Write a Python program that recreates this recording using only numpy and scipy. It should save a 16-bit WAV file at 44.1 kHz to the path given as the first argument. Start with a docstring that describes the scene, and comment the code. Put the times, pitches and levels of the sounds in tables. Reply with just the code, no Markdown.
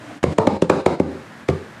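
"""Over a steady hiss, a faint brush; then two hands pat a wooden floor close to a microphone that stands
on it: seven quick uneven pats, a pause, one softer pat. Each hand knocks the boards in two contacts a few
milliseconds apart, with a tick of skin and a pop of air under the palm; a low thud follows the first pat
and the last. A small bare room answers. A look-ahead compressor ducks just before each hard pat and lets
the room swell back after it."""
import sys
import numpy as np
from scipy import signal
from scipy.fft import rfft, irfft, next_fast_len
from scipy.io import wavfile
from scipy.ndimage import uniform_filter1d, minimum_filter1d

SR = 44100
rng = np.random.default_rng(int(sys.argv[2]) if len(sys.argv) > 2 else 0)


def file_out(sig):
    """Save sig as 16-bit WAV at sys.argv[1]."""
    # one column per channel
    cols = np.atleast_2d(sig).T
    # limit, then scale
    lim = np.clip(cols, -1, 1)
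    pcm = np.round(lim * 32767).astype(np.int16)
    wavfile.write(sys.argv[1], SR, pcm)


N = 79380

# Tone of the steady hiss: frequency_hz, relative_db
HISS_SPECTRUM = [(25, -16), (55, -6), (90, 9), (150, 7.5), (240, 11.5), (380, 0), (600, 2.5), (900, 1),
                 (1750, 2), (2500, -6.5), (4200, -14), (8500, -21), (13700, -32.5)]
# A hand or knee brushing the boards: centre_s, half_width_s, rub_db, hiss_db
BRUSH_STROKES = [(0.1, 0.068, -38, -45.5), (0.232, 0.0017, -5, -12.5), (0.35, 0.035, -23, -33.5),
                 (1.5, 0.0048, -15.5, -30.5)]
# Low rub of a brush: frequency_hz, relative_db
RUB_SPECTRUM = [(50, -48), (120, 11.5), (200, -20), (300, 14.5), (400, -6), (700, 3), (3000, -114.5)]
# Skin on varnish, sliding or ticking: frequency_hz, relative_db
SKIN_SPECTRUM = [(500, 12.5), (2000, 9), (3800, 2.5), (5000, -2.5), (7000, -1.5), (9500, -8.5),
                 (12000, -24.5), (16000, -33)]
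# One hand landing per row: start_s, knock_db, bass_db, upper_db, pitch_ratio, gap_s, second_db,
# clap_db, pop_hz, skin_db, room_db (bass and upper are relative to the knock, second to the first contact)
HAND_PATS = [(.2388, 11, -1, -3, 0.92, 0.00185, -8.5, -4, 2110, -6, -8.5),
             (.3846, 18, -2.5, -1.5, 1.13, 0.0076, -15.5, -7, 2410, -0.5, -1.5),
             (0.472, 8.5, 7, 4, 1.008, 0.00344, -2, -2.5, 2230, -4, -5.5),
             (0.6223, 15.5, -2, -6.5, 0.978, 0.0048, -24, -19, 2650, -3, -4),
             (.6990, 18, -3, 2.5, 0.981, 0.00341, -15, 2, 2410, 2.5, -4),
             (0.8625, 14.5, -3.5, 2, 0.93, 0.0031, -8.5, -1.5, 2170, -2.5, -4.5),
             (1.0000, 10.5, 0, -6, 0.97, .0034, -12, -17, 2150, -14.5, -8.5),
             (1.4872, -3.5, -2.5, -6, 0.966, 0.00246, 2, -15, 2195, -16, -6.5)]
# Modes of the floorboards: pitch_hz, level_db, t60_s
BOARD_MODES = [(85.2, -31.5, 0.28), (175.7, -8, 0.049), (283.6, -9.5, 0.041), (394.8, -7.5, 0.053),
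               (527.2, -6, .036), (621, -14, 0.032), (792, -8, 0.021), (887, -10, 0.016),
               (1182, -11, 0.0075), (1596, -22.5, 0.02)]
# Noisy part of the palm's clap: frequency_hz, relative_db
CLAP_SPECTRUM = [(300, -25), (700, 14), (1200, 6.5), (1750, 3.5), (2300, -17), (3000, -19), (6000, -50),
                 (14000, -28)]
# Reverb time of the bare room: frequency_hz, t60_s
ROOM_DECAY = [(100, 0.34), (400, .48), (1200, 0.29), (4000, 0.61), (10000, 0.3)]
# Tone of the room's tail: frequency_hz, gain_db
ROOM_EQ = [(40, -33), (85, 2), (150, 2.5), (300, -3.5), (600, -3.5), (1200, 5), (2400, -7.5), (5000, 24.5),
           (12000, -42)]
# Soft landings of the heel of the hand or the forearm: start_s, level_db
SOFT_LANDINGS = [(.268, -8), (1.493, -10)]
# The whole floor booming under that weight: pitch_hz, level_db, t60_s
BOOM_MODES = [(87.2, -6, 0.3), (151.6, -4, 0.23), (202, -7, 0.18)]

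BASS_HZ, KNOCK_HZ, UPPER_HZ = 200, 420, 850  # anchors of each knock's tone curve
BEND_TRAVEL_S = 0.001977  # travel time of a bending wave at KNOCK_HZ
CONTACT_S, MODE_SCATTER_DB = 0.0007, 1.5
THRESHOLD_DB, SQUEEZE = -7, 0.64  # SQUEEZE: share of the overshoot to cut
LOOK_AHEAD_S, DUCK_S, RELEASE_DB_PER_S = 0.048, 0.014, 90


def amp(db):
    """Decibels to gain."""
    return 10 ** (np.asarray(db) / 20)


def curve_at(points, hz):
    """Read a curve of (frequency_hz, value) points on a log frequency axis."""
    freqs, values = np.transpose(points)
    return np.interp(np.log(hz + 1), np.log(freqs + 1), values)


def filtered(x, response):
    """EQ x with a gain that is a function of frequency."""
    size = next_fast_len(N + SR // 2)
    return irfft(rfft(x, size) * response(np.fft.rfftfreq(size, 1 / SR)), size)[:N]


def noise(spectrum):
    """Coloured noise of rms 1."""
    x = filtered(rng.standard_normal(N), lambda hz: amp(curve_at(spectrum, hz)))
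    return x / x.std()


def since(start_s):
    """Seconds after start_s, for every sample."""
    return np.arange(N) / SR - start_s


def fade(t, t60_s):
    """Decay by 60 dB in t60_s."""
    return np.exp(-np.log(1000) * t / t60_s)


def ring(start_s, hz, t60_s, attack_s):
    """One damped mode, struck at start_s."""
    t = np.maximum(since(start_s), 0)
    return np.sin(2 * np.pi * hz * t) * fade(t, t60_s) * (1 - np.exp(-t / attack_s))


def burst(peak_s, spectrum, rise_s, t60_s):
    """Noise that swells up to peak_s and dies away."""
    t = since(peak_s)
    return noise(spectrum) * np.exp(np.minimum(t, 0) / rise_s) * fade(np.maximum(t, 0), t60_s)


def room_hiss(level_db):
    """A steady bed of dark noise."""
    return amp(level_db) * noise(HISS_SPECTRUM)


def brushes():
    """Short slides over the boards: a low rub and a hiss of skin swell and fade together."""
    rub, hiss = noise(RUB_SPECTRUM), noise(SKIN_SPECTRUM)
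    slides = np.zeros(N)
    for centre_s, half_width_s, rub_db, hiss_db in BRUSH_STROKES:
        swell = np.exp(-(since(centre_s) / half_width_s) ** 2 / 2)
        slides += swell * (amp(rub_db) * rub + amp(hiss_db) * hiss)
    return slides


def skin_tick(start_s):
    """Skin ticks on the varnish and leaves a faint tail in the room."""
    tick = burst(start_s, SKIN_SPECTRUM, rise_s=0.0018, t60_s=0.02)
    tail = burst(start_s, SKIN_SPECTRUM, rise_s=0.0018, t60_s=0.46)
    return amp(-2) * (tick + amp(-20.5) * tail)


def palm_clap(start_s, pop_hz):
    """The air pocket under the palm pops: a puff of noise and a short pitched ring."""
    puff = burst(start_s, CLAP_SPECTRUM, rise_s=0.001, t60_s=0.018)
    pop = ring(start_s, pop_hz, t60_s=0.011, attack_s=0.0005)
    return amp(-1) * puff + amp(4) * pop


def board_knock(start_s, bass_db, upper_db, pitch_ratio, gap_s, second_db):
    """Two contacts ring the boards; bending waves bring the higher modes in sooner."""
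    touch = [(BASS_HZ, bass_db), (KNOCK_HZ, 0), (UPPER_HZ, upper_db)]
    knock = np.zeros(N)
    for k, (hz, mode_db, t60_s) in enumerate(BOARD_MODES):
        arrival_s = start_s + BEND_TRAVEL_S * (np.sqrt(KNOCK_HZ / hz) - 1)
        first = ring(arrival_s, hz * pitch_ratio, t60_s, CONTACT_S)
        second = ring(arrival_s + gap_s, hz * pitch_ratio, t60_s, CONTACT_S)
        gain = amp(mode_db + curve_at(touch, hz) + MODE_SCATTER_DB * rng.standard_normal())
        knock += (-1) ** k * gain * (first + amp(second_db) * second)  # modes alternate in polarity
    return knock


def pat(start_s, knock_db, bass_db, upper_db, pitch_ratio, gap_s, second_db,
        clap_db, pop_hz, skin_db, room_db):
    """One hand lands: knock and clap feed the room, with the skin tick layered on top."""
    knock = amp(knock_db) * board_knock(start_s, bass_db, upper_db, pitch_ratio, gap_s, second_db)
    clap = amp(clap_db) * palm_clap(start_s, pop_hz)
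    return in_room(knock + clap, room_db) + amp(skin_db) * skin_tick(start_s)


def in_room(x, send_db, build_s=0.0017):
    """A sound plus the room's answer, which differs for each spot on the floor."""
    hz, t, bands = signal.stft(rng.standard_normal(SR), SR, nperseg=512)
    tail = signal.istft(bands * fade(t, curve_at(ROOM_DECAY, hz)[:, None]), SR)[1]
    tail = filtered(tail / np.linalg.norm(tail), lambda f: amp(curve_at(ROOM_EQ, f)))
    tail *= 1 - np.exp(-since(0) / build_s)
    return x + amp(send_db) * signal.fftconvolve(x, tail)[:N]


def thuds(push_hz=135, push_t60_s=0.12, attack_s=0.0041):
    """Soft flesh lands with a low push and the floor booms on."""
    modes = [(push_hz, 0, push_t60_s)] + list(BOOM_MODES)
    return sum(amp(level_db + mode_db) * ring(start_s, hz, t60_s, attack_s)
               for start_s, level_db in SOFT_LANDINGS for hz, mode_db, t60_s in modes)


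def scene():
    """Pats, thuds and brushes over the room's steady hiss, in mono."""
    pats = sum(pat(*row) for row in HAND_PATS)
    hands = pats + in_room(thuds(), send_db=-16) + brushes()
    return (hands + room_hiss(level_db=-40.5))[None]


def compressor(x):
    """The gain ducks ahead of each loud peak and climbs back at a steady rate."""
    level_db = 20 * np.log10(np.abs(x) + 1e-9)
    cut_db = SQUEEZE * np.maximum(level_db - THRESHOLD_DB, 0)
    half_window = int(LOOK_AHEAD_S * SR) // 2
    coming_cut_db = -minimum_filter1d(-cut_db, 2 * half_window + 1, origin=-half_window)
    climb_db = RELEASE_DB_PER_S * since(0)
    released_cut_db = np.maximum.accumulate(coming_cut_db + climb_db) - climb_db
    return x * amp(-uniform_filter1d(released_cut_db, int(DUCK_S * SR)))


def record(dry):
    """Low cut, compressor, hard clip at full scale and a brick-wall top cut."""
    low_cut_hz, top_hz = 76, 13835
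    low_cut = signal.butter(2, low_cut_hz, "highpass", fs=SR, output="sos")
    ducked = compressor(signal.sosfilt(low_cut, dry[0]))
    return filtered(np.clip(ducked, -1, 1), lambda hz: hz < top_hz)[None]


dry = scene()
out = record(dry)
file_out(out)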